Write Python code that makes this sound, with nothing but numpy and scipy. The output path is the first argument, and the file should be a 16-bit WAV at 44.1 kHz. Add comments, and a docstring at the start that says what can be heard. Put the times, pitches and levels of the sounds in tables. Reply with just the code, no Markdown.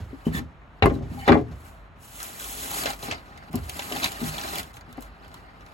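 """Loose boards dragged and dropped in an attic

Plywood boards on joists are nudged and dragged, and one drops twice with bounces. A palm thumps them.
Blows are sums of fading tones; rubbing is dense random clicks sent through resonances, with hissing dust.
Grit catches as short noise bursts, edges squeal in narrow resonances, and the floor booms as low noise.
Faint hum and air noise run throughout, and short reflections off the rafters surround the boards.
"""
import sys
import numpy as np
from scipy import signal
from scipy.fft import rfft, irfft
from scipy.io import wavfile
from scipy.ndimage import uniform_filter1d, map_coordinates

SR = 44100
rng = np.random.default_rng(int(sys.argv[2]) if len(sys.argv) > 2 else 0)


def put_to_file(sound):
    """Save the sound as 16-bit audio at rate SR, in the file named by the first command-line argument."""
    columns = np.atleast_2d(sound).T  # one column per channel
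    safe = np.clip(columns, -1, 1)
    whole_steps = np.round(safe * 32767)
    wavfile.write(sys.argv[1], SR, whole_steps.astype(np.int16))


N = 252693


def from_db(db):
    """Turns decibels into a plain multiplier."""
    return 10 ** (np.asarray(db) / 20)


def rms_one(x):
    """Scales a sound to an average (rms) strength of 1."""
    return x / np.sqrt(np.mean(x ** 2) + 1e-20)


def butter(x, hz, kind, order=2):
    """Keeps only the low, high or middle band of a sound."""
    return signal.sosfilt(signal.butter(order, hz, kind, fs=SR, output="sos"), x)


def at_hz(points, hz):
    """Reads a curve of (pitch, value) points, with pitch on a logarithmic scale."""
    point_hz, values = np.array(points).T
    return np.interp(np.log(hz), np.log(point_hz), values)


def coloured(x, spectrum):
    """Shapes a steady sound by a curve of (frequency [Hz], level [dB])."""
    hz = np.maximum(np.fft.rfftfreq(N, 1 / SR), 1)
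    return irfft(rfft(x) * from_db(at_hz(spectrum, hz)), N)


def delayed(x, lag_s):
    """Delays a sound, even by part of a sample, by turning the phase of each frequency."""
    hz = np.fft.rfftfreq(N, 1 / SR)
    return irfft(rfft(x) * np.exp(-2j * np.pi * hz * lag_s), N)


def lumps(per_s):
    """Slow random ups and downs with rms 1, no faster than about per_s [Hz]."""
    return rms_one(butter(rng.standard_normal(N), per_s, "low"))


def resonances(x, peaks, patchy_db=0):
    """Side-by-side resonances with alternating signs, which can swell and fade one by one; rms 1."""
    out = 0
    for k, (hz, width, level_db) in enumerate(peaks):
        r = np.exp(-np.pi * width / SR)
        feedback = [1, -2 * r * np.cos(2 * np.pi * hz / SR), r * r]
        ringing = signal.lfilter([(1 - r * r) / 2, 0, (r * r - 1) / 2], feedback, x)
        # the contact moves, so each resonance comes and goes
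        swell_db = patchy_db * lumps(30) if patchy_db else 0
        out = out + (-1) ** k * from_db(level_db + swell_db) * ringing
    return rms_one(out)


def grit(per_s, spread_db):
    """Random tiny collisions, per_s of them a second on average; spread_db makes them uneven; rms 1."""
    sizes = from_db(spread_db * np.minimum(rng.exponential(1, N), 4))
    signs = rng.choice([-1, 1], N)
    hits = rng.random(N) < per_s / SR
    return rms_one(sizes * signs * hits)


def add(out, x, s):
    """Mixes a short sound into a longer one, starting at s seconds."""
    at = round(s * SR)
    out[..., at:at + x.shape[-1]] += x[..., :N - at]


def dying(events, rise_s, t60):
    """Volume curve that swells at each event (time [s], level [dB]) and falls 60 dB in t60 seconds."""
    t = np.arange(N) / SR
    power = 0
    for s, level_db in events:
        after = np.maximum(t - s, 0)
        power = power + (from_db(level_db - 60 * after / t60) * (1 - np.exp(-after / rise_s))) ** 2
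    return np.sqrt(power)


def air():
    """Steady low hum, the same on both sides, and a hush of noise that is more alike in the bass."""
    # colour of the hush: (frequency [Hz], relative level [dB per Hz])
    hush_colour = [(41, -6), (70, 5.5), (155, -1.5), (393, -13.5), (632, -9.5), (1290, -9.5), (1880, -16),
                   (2740, -22.5), (4330, -32), (5380, -72), (8000, -107), (10400, -80), (17600, -120)]
    # how alike left and right are: (frequency [Hz], likeness [0 to 1])
    likeness = [(30, 0.21), (130, 0.69), (300, 0.83), (700, 0.66), (1500, 0.2), (4000, 0.037)]
    # hum resonance: (frequency [Hz], width [Hz], relative level [dB])
    hum_peak = [(48.8, 2.55, 0)]
    hum_db, hush_db = -45, -50.5
    mid, side = rng.standard_normal((2, N))
    # the shared part is strong where the sides are alike, the opposed part where they differ
    side = coloured(side, [(hz, 10 * np.log10(1 - c)) for hz, c in likeness])
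    mid = coloured(mid, [(hz, 10 * np.log10(1 + c)) for hz, c in likeness])
    hum = from_db(hum_db) * resonances(rng.standard_normal(N), hum_peak)
    hush = rms_one(np.array([coloured(mid + side, hush_colour), coloured(mid - side, hush_colour)]))
    return hum + from_db(hush_db) * hush


def stroke_levels():
    """Loudness of rubbing and of dust over time, in dB: the louder stroke wins where strokes meet."""
    # strokes of wood over wood, one curve each: (time [s], rubbing level [dB], dust hiss level [dB])
    strokes = [
        [(0.0, -81, -62), (0.1, -56.5, -68), (0.245, -54, -65), (0.258, -45.5, -51), (0.27, -57, -52),
         (0.32, -50, -64), (0.34, -48, -43), (0.36, -41, -39), (0.385, -39.5, -42), (0.43, -63, -76),
         (0.55, -90, -99), (0.8, -57, -77)],
        [(0.9, -86, -86), (0.94, -54, -56), (1.01, -70, -80), (1.05, -59, -72), (1.15, -49.5, -52.5),
         (1.24, -52, -51), (1.275, -36, -69)],
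        [(1.47, -56.5, -73), (1.56, -55.5, -62), (1.68, -53.5, -55), (1.88, -61.5, -83)],
        [(1.96, -52.5, -81), (2.03, -78, -49), (2.1, -70, -48.5), (2.17, -56, -42), (2.22, -50, -39.5),
         (2.35, -48, -44), (2.41, -51, -36.5), (2.65, -44.5, -35.5), (2.81, -36, -30.5), (2.87, -35.5, -38),
         (2.895, -36, -37), (2.92, -41.5, -40), (2.96, -49, -49), (2.99, -57, -53)],
        [(2.99, -47, -48), (3.015, -46, -45), (3.03, -41, -37), (3.06, -38.5, -39.5), (3.13, -38.5, -56),
         (3.21, -51.5, -64), (3.38, -51, -69), (3.5, -53, -67)],
        [(3.51, -55, -59), (3.56, -41, -53), (3.6, -50.5, -53.5), (3.77, -42.5, -41.5), (3.89, -40.5, -40),
         (4.01, -38, -37.5), (4.045, -32, -37), (4.07, -36, -36), (4.1, -40, -41), (4.18, -41, -45),
         (4.28, -39, -34), (4.32, -40, -42), (4.47, -37.5, -39.5), (4.6, -37, -36.5), (4.64, -50.5, -55),
         (4.72, -51, -59)],
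        [(4.73, -57, -61), (4.76, -51.5, -51), (4.84, -55, -79), (4.93, -53.5, -63), (4.96, -52.5, -85),
         (5.02, -50.5, -51), (5.12, -55.5, -77), (5.36, -51.5, -62.5), (5.49, -54, -75), (5.73, -53, -66)],
    ]
    t, silent_db = np.arange(N) / SR, -120
    rub_curves, hiss_curves = [], []
    for rows in strokes:
        times, rub, hiss = np.transpose(rows)
        rub_curves.append(np.interp(t, times, rub, silent_db, silent_db))
        hiss_curves.append(np.interp(t, times, hiss, silent_db, silent_db))
    return np.max(rub_curves, axis=0), np.max(hiss_curves, axis=0)


def floor_boom(rub_db):
    """Weight landing on the joists, and rubbing above them, set off low resonances of the floor."""
    # joists and floor: (frequency [Hz], width [Hz], relative level [dB])
    floor_peaks = [(58.2, 16.2, 3), (82.3, 22.4, 0.5), (116.7, 21.7, -7)]
    # weight landing on the floor: (time [s], level [dB])
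    loads = [(0.0, -27), (0.265, -23.5), (0.37, -27), (0.825, -13), (0.87, -40), (0.94, -32), (1.02, -27.5),
             (1.1, -31), (1.2, -35), (1.29, -16), (1.51, -30.5), (3.11, -38), (3.54, -28), (3.6, -28.5),
             (4.09, -49), (4.26, -37), (4.58, -43), (4.75, -46), (4.92, -43), (5.1, -52)]
    swing = butter(resonances(rng.standard_normal(N), floor_peaks), 56, "high", order=3)
    # under a stroke, the boom's drive is 11 dB below the rubbing
    boom = dying(loads, rise_s=0.0025, t60=0.45) + from_db(rub_db - 11)
    # the joists swing evenly once they are loaded
    swing_size = np.sqrt(uniform_filter1d(swing ** 2, size=SR // 25) + 0.076)
    return boom * swing / swing_size


def rubbed_wood(rub_db, uneven):
    """Dense grit excites the dragged board's body and a scratchy rasp; drops rattle on the joists."""
    # dragged board's body: (frequency [Hz], width [Hz], relative level [dB])
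    body_peaks = [(173, 37, 3.5), (308, 131, 3.5), (486, 490, -15.5), (638, 193, 3.5), (1340, 410, -1)]
    # scratchy rasp: (frequency [Hz], width [Hz], relative level [dB])
    rasp_peaks = [(1230, 570, -4), (2020, 490, 0), (2530, 1200, -2.5), (3100, 530, -2), (3630, 730, -7),
                  (4470, 480, 0), (5220, 640, -8.5)]
    # a dropped board rattles on the joists: (time [s], level [dB])
    rattle_events = [(0.822, -28), (0.858, -20.5), (1.277, -15), (1.292, -18), (1.319, -15), (1.35, -33.5)]
    patchy_db = 1.5
    faint_db, faint_dull_hz = -50, 2700   # rubbing below this level loses its edge
    rattle = dying(rattle_events, rise_s=0.00096, t60=0.093)
    # the body is at -42.5 dB when the rubbing is at -41 dB, and follows nearly all of its swing
    body = from_db(-42.5 + 0.98 * (rub_db + 41)) * uneven ** 0.67 + rattle
    rasp = from_db(rub_db) * uneven
    clatter = from_db(-1.0) * rattle ** 2 / rattle.max()   # squared, so it fades faster than the rattle
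    edge = 1 / (1 + from_db(faint_db - rub_db))
    grating = resonances(grit(9000, spread_db=1.8), rasp_peaks, patchy_db)
    dull = butter(grating, faint_dull_hz, "low")
    body_sound = body * resonances(grit(4000, spread_db=1.0), body_peaks, patchy_db)
    rasp_sound = rasp * (dull + edge * (grating - dull))
    return body_sound + rasp_sound + clatter * dull


def dust_hiss(hiss_db, uneven):
    """Dust under the board hisses: equal tiny collisions, shaped by a steady colour."""
    # colour of the hiss: (frequency [Hz], relative level [dB per Hz])
    hiss_colour = [(4000, -5.5), (6000, -8), (8000, -3), (11000, -4.5), (13500, -4.5), (15500, -14),
                   (15950, 10), (16250, -29)]
    hiss = rms_one(coloured(grit(8000, spread_db=0.0), hiss_colour))
    return from_db(hiss_db) * uneven ** 0.56 * hiss


def drag():
    """Wood, dust and floor all follow the same strokes; the grain makes the wood and dust uneven."""
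    rub_db, hiss_db = stroke_levels()
    uneven = from_db(1.8 * lumps(25))
    return rubbed_wood(rub_db, uneven), dust_hiss(hiss_db, uneven), floor_boom(rub_db)


def knocks():
    """A short chatter of contact sets the board ringing; hard blows favour high modes, a crack tops them."""
    # blows on the boards: (time [s], level [dB], hardness: tilt above 250 Hz [dB per octave],
    # thud: boost of modes below 220 Hz [dB], share of the free ringing time [0 to 1])
    blow_rows = [(0.108, -41, -8, 2, 0.48), (0.268, -19.5, -6, 5, 0.22), (0.283, -20.5, -9, 1, 0.32),
                 (0.318, -25, -14, 15, 0.47), (0.351, -28, 5.5, 22, 1), (0.378, -25.5, -24, -3, 0.41),
                 (0.433, -38, -26, 0, 0.39), (0.618, -42.5, 2.5, -23, 0.16), (0.824, 1.5, 7.5, -1, 0.19),
                 (0.838, -6, -0.5, 4, 0.47), (0.8572, -2, -2, -6, 0.39), (0.899, -18.5, 1, -11, 0.35),
                 (0.911, -17, -7, 6, 0.93), (0.959, -19.5, -13, 5.5, 0.96), (1.006, -24, -9, 10, 0.78),
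                 (1.115, -29.5, -40, 1, 0.92), (1.277, -13, 2, -13, 0.22), (1.281, -8.5, 4.5, -5, 0.28),
                 (1.285, -7.5, 3, -14, 0.21), (1.29, -4.5, 3.5, -15, 0.48), (1.295, -2.5, -9, -6, 0.33),
                 (1.305, -14, 8, -14, 0.26), (1.311, -16.5, 8, -8, 0.27), (1.32, -8.5, 2, -20, 0.19),
                 (1.327, -8.5, 2, -6, 0.22), (1.335, -11, -9, -12, 0.21), (1.343, -15, 2, -26, 0.59),
                 (1.354, -12, -6.5, -21, 0.53), (1.366, -16, -10, -6, 0.39), (1.375, -22.5, 0.5, -12, 0.62),
                 (1.389, -20.5, -5, -4, 0.56), (1.414, -23, -14.5, 4, 0.6), (1.503, -33, -20, 9, 0.21),
                 (2.878, -34, 0, 11, 0.2), (3.032, -25, -3.5, -1, 0.18), (3.083, -25, -3.5, -10, 0.21),
                 (3.498, -35.5, -6, 12, 0.3), (3.538, -28, -2, -8, 0.31), (3.541, -19.5, -7.5, 0, 0.17),
                 (3.549, -27.5, -4.5, -2, 0.33), (3.557, -24.5, -21, -17, 0.29), (3.573, -29, 6, 28, 0.34),
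                 (3.584, -46, 3, -2, 0.18), (3.611, -43, -5, 12, 0.67), (3.914, -23, -5.5, -8.5, 0.7),
                 (3.954, -26, 10, 4, 0.19), (4.226, -24, -15, -6, 0.14), (4.238, -29, -13, 28, 0.59),
                 (4.248, -39, 1, 2, 0.46), (4.262, -45, -9, 17, 0.85), (4.285, -43, -16, 22, 0.71),
                 (4.877, -41.5, -14, 5, 0.74), (4.979, -25.5, -2, -6.5, 0.22)]
    # ringing modes of a board: (frequency [Hz], relative level [dB], time to fall 60 dB when free [s])
    board_modes = [(116.8, -7.5, 0.86), (154.7, -4.5, 0.54), (202, -6.5, 0.27), (245.1, -4, 0.48),
                   (307.5, 3.5, 0.33), (349, 0.5, 0.25), (391, -1, 0.3), (420.3, -7.5, 0.54),
                   (488, -8, 0.44), (568, 9.5, 0.089), (610, -2.5, 0.24), (687.5, 1.5, 0.31),
                   (827.6, 9, 0.11), (954, 3, 0.095), (1066, 8, 0.14), (1132, -0.5, 0.21),
                   (1410, 5.5, 0.031), (1284, 0, 0.12), (1497, -3, 0.092), (1635, 0.5, 0.14),
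                   (1843, 1.5, 0.064), (2065, 4, 0.094), (2340, 0, 0.1), (2760, -1.5, 0.056),
                   (2940, -6.5, 0.071), (3510, -9, 0.068), (3790, -13, 0.033), (4150, -20, 0.15)]
    mode_shift = 0.03   # spread of a mode's pitch from blow to blow, as a fraction
    contact_s = 0.0021   # time for the chatter of a hard blow to fall 60 dB
    lag_s, pan_db = 0.00014, 2.5   # right side later; left side louder
    out, t = np.zeros((2, N)), np.arange(SR // 3) / SR
    # three copies of each mode, so that it can split
    hz, level_db, t60 = np.repeat(np.transpose(board_modes), 3, axis=1)[:, :, None]
    for s, blow_db, hard_db, thud_db, ring in blow_rows:
        softness_db = min(hard_db, 0)
        # a loose board rests differently at every blow: its modes split and shift
        shifted = hz * (1 + mode_shift * rng.standard_normal(hz.shape))
        weight_db = level_db + hard_db * np.log2(np.maximum(hz / 250, 1)) + thud_db * (hz < 220)
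        strengths = from_db(weight_db + 2.5 * rng.standard_normal(hz.shape))
        strengths = strengths * rng.choice([-1, 1], hz.shape)
        fade = from_db(-60 * t / (t60 * max(ring, .05)))
        modes = (strengths * np.sin(2 * np.pi * shifted * t) * fade).sum(axis=0)
        # the chatter of a dull blow dies sooner
        chatter_s = contact_s * 2 ** (0.03 * softness_db)
        chatter = np.abs(rng.standard_normal(SR // 100)) * from_db(-60 * t[:SR // 100] / chatter_s)
        push = np.diff(chatter, prepend=0) + 0.29 * chatter
        blow = signal.fftconvolve(modes, push)[:len(t)]
        # the crack follows only part of the blow's level
        crack_db = -48 + 0.32 * blow_db + softness_db
        crack = butter(rng.standard_normal(len(t)), [3000, 5200], "band")
        crack = crack * from_db(crack_db - 60 * t / 0.013)
        blow = from_db(blow_db) * blow / np.abs(blow).max() + crack
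        add(out[0], blow, s)
        add(out[1], blow, s + lag_s * rng.uniform(0, 1.76))   # each blow lands at another spot
    return out * from_db([[pan_db / 2], [-pan_db / 2]])


def thumps():
    """A soft push of a palm on a held board sets two close low modes ringing."""
    # thumps: (time [s], level [dB], lower mode's frequency [Hz], time to fall 60 dB [s])
    thump_rows = [(0.13, -28, 272, 0.071), (0.267, -11.5, 234, 0.081), (0.347, -19.5, 201, 0.06),
                  (3.542, -19, 249, 0.13), (4.215, -24.5, 239.6, 0.15)]
    out, t = np.zeros(N), np.arange(SR // 4) / SR
    for s, level_db, hz, t60 in thump_rows:
        pair = np.sin(2 * np.pi * hz * t) + 0.5 * np.sin(2 * np.pi * 1.24 * hz * t)
        swell = 1 - np.exp(-t / 0.0014)
        add(out, from_db(level_db - 60 * t / t60) * swell * pair, s)
    return out


def squeak():
    """An edge squeals as it slips: fast random slips ring narrow resonances, each for a short while."""
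    # squeals: (start [s], end [s], frequency [Hz], width [Hz], level [dB])
    squeal_rows = [(0.257, 0.292, 3030, 90, -50), (0.33, 0.395, 1800, 90, -39),
                   (0.345, 0.395, 3550, 150, -45), (0.824, 0.834, 3800, 350, -29),
                   (0.936, 0.96, 4000, 300, -53), (1.175, 1.27, 790, 70, -45), (1.2, 1.27, 1860, 100, -51),
                   (1.185, 1.26, 2180, 250, -50), (1.2, 1.26, 3000, 120, -53), (1.19, 1.26, 4450, 250, -57)]
    edge_s = 0.006   # sets how gently a squeal starts and stops
    t, slips, out = np.arange(N) / SR, grit(3000, spread_db=1.5), 0
    for start, end, hz, width, level_db in squeal_rows:
        gate = np.interp(t, [start - edge_s / 2, start, end - edge_s, end + edge_s], [0, 1, 1, 0])
        # two resonances in a row, the first twice as wide
        ringing = resonances(slips, [(hz, 2 * width, 0)])
        ringing = resonances(ringing, [(hz, width, 0)])
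        out = out + from_db(level_db) * gate * ringing
    return out


def catches():
    """Grit catches under a board: noise around one pitch over a wide crunch, with a sharp bright spit."""
    # catches: (time [s], burst level [dB], centre frequency [Hz], spit level [dB])
    catch_rows = [(0.271, -49, 1830, -50), (0.345, -39, 1900, -51), (0.35, -32, 2190, -45),
                  (0.391, -32.5, 900, -46), (0.826, -28, 3830, -49), (0.858, -34, 4730, -22),
                  (0.925, -54, 4030, -46), (0.951, -45, 4500, -55), (1.278, -30.5, 3970, -26),
                  (1.291, -33, 4100, -40), (1.323, -40, 4200, -50), (1.412, -49, 4380, -49),
                  (2.201, -29.5, 1410, -31), (2.217, -31.5, 1470, -36), (2.2296, -49, 5000, -17),
                  (2.243, -37, 1190, -33), (2.397, -30, 1380, -29), (2.442, -31.5, 1410, -26),
                  (2.714, -27.5, 735, -20.5), (2.762, -31, 730, -30), (2.787, -41, 2500, -22),
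                  (2.835, -24, 2300, -20), (2.857, -16, 710, -40), (2.865, -19.5, 1660, -41),
                  (2.858, -29, 3860, -40), (2.869, -27, 4000, -40), (2.873, -26, 2230, -45),
                  (2.901, -26.5, 730, -31), (2.902, -26, 4380, -38), (2.932, -29.5, 665, -56),
                  (3.026, -28, 4330, -48), (3.111, -19.5, 2600, -47), (3.114, -26.5, 1930, -52),
                  (3.121, -26.5, 2590, -52), (3.123, -24.5, 697, -52), (3.132, -30, 2280, -52),
                  (3.143, -33, 1900, -55), (3.375, -39.5, 2120, -42), (3.53, -40, 840, -33),
                  (3.556, -37, 4630, -17.5), (3.695, -33, 795, -20.5), (3.695, -27.5, 2700, -48),
                  (3.792, -21.5, 776, -27), (3.794, -27, 3570, -42), (3.821, -29, 2600, -49),
                  (3.922, -22.5, 2850, -30), (3.961, -23.5, 796, -26), (3.967, -26, 3070, -35),
                  (3.998, -27, 2340, -31), (4.032, -17.5, 2670, -41), (4.042, -12, 4370, -16),
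                  (4.058, -18, 2620, -21), (4.119, -33, 2920, -20.5), (4.239, -29, 4370, -45),
                  (4.381, -22.5, 3550, -27), (4.412, -27, 5050, -45), (4.435, -29, 2050, -42),
                  (4.476, -32, 3510, -45), (4.49, -40, 750, -28), (4.544, -30, 4460, -40),
                  (4.556, -28, 3040, -18), (4.583, -23.5, 4440, -18), (4.74, -42, 3970, -41),
                  (4.768, -34.5, 1270, -43), (4.809, -41.5, 1550, -48), (4.63, -36, 3570, -28.5),
                  (4.927, -44.5, 3740, -36.5), (4.972, -58, 5000, -45), (5.008, -57, 1420, -37),
                  (5.024, -38, 720, -32), (5.246, -47, 2930, -52), (5.28, -49, 4470, -45),
                  (5.314, -48, 4000, -59), (5.342, -36, 1130, -36.5), (5.607, -44.5, 690, -71),
                  (5.662, -41.5, 1220, -48)]
    catch_s, spit_s, rise_s = 0.0065, 0.0025, 0.0012   # the first two: time to fall 20 dB
    crunch_db = 7   # gain of the crunch noise
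    out, t = np.zeros(N), np.arange(SR // 8) / SR
    for s, burst_db, centre_hz, spit_db in catch_rows:
        tone, crunch, spit = rng.standard_normal((3, len(t)))
        fade = from_db(-20 * t / catch_s) * (1 - np.exp(-t / rise_s))
        # played backwards, so that the band is already sounding at the start
        tone = butter(tone, [centre_hz / 1.16, centre_hz * 1.1], "band")[::-1] * fade
        crunch = from_db(crunch_db) * butter(crunch * fade, [600, 5000], "band")
        burst = 0.77 * tone / np.abs(tone).max() + crunch
        spit = butter(spit * from_db(-20 * t / spit_s), 6700, "high")
        add(out, from_db(burst_db) * burst + from_db(spit_db) * spit, s)
    return out


def attic(x):
    """Reflections off rafters and boards: decaying noise, its treble dying first, another tail per side."""
    dull_t60_s, treble_t60_s, dull_hz, level_db = 0.096, 0.034, 2610, -6
    t = np.arange(SR // 2) / SR
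    out = []
    for side in x:
        noise = rng.standard_normal(len(t))
        dull = butter(noise, dull_hz, "low", order=1)
        tail = dull * from_db(-60 * t / dull_t60_s) + (noise - dull) * from_db(-60 * t / treble_t60_s)
        # nothing returns in the first 2 ms, and little of the bass does
        tail = butter(tail * (t > .002), 230, "high", order=2)
        out.append(signal.fftconvolve(side, tail / np.sqrt(np.sum(tail ** 2)))[:N])
    return from_db(level_db) * np.array(out)


def scene():
    """Blows, catches and rubbing, their reflections, the booming floor and the attic air, in stereo."""
    wood, dust, floor = drag()
    blows, caught = knocks() + thumps(), catches()
    rubbing = squeak() + wood + dust
    scraping = caught + rubbing
    # the right side hears the scraping later; the lag wanders as the rubbing spot jumps along the board
    lag_s = 0.00034 + 0.00006 * lumps(60)
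    later = map_coordinates(scraping, [np.arange(N) - SR * lag_s], order=3)
    near = blows + np.array([scraping, later])
    stirring = blows + caught + 0.79 * rubbing   # what stirs the attic
    return near + attic(stirring) + floor * from_db([[-1], [1]]) + air()


def record(dry):
    """Left treble goes inverted to the right and a little later to the left; loud peaks round off."""
    treble_hz, treble_lag_s = 5330, 0.0002196
    treble = butter(dry[0], treble_hz, "high", order=6)
    right_treble = 0.083 * butter(dry[1], treble_hz, "high", order=6) - treble
    wide = butter(dry, treble_hz, "low", order=6)
    wide = wide + np.array([delayed(treble, treble_lag_s), right_treble])
    wide = butter(wide, 69.6, "high", order=2)   # the microphone drops the deep bass
    rounded = 1.3 * np.tanh(wide / 1.3)
    # steep cut: 70 dB down from 16800 Hz upwards
    return signal.sosfilt(signal.cheby2(12, 70, 16800, fs=SR, output="sos"), rounded)


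dry = scene()
out = record(dry)
put_to_file(out)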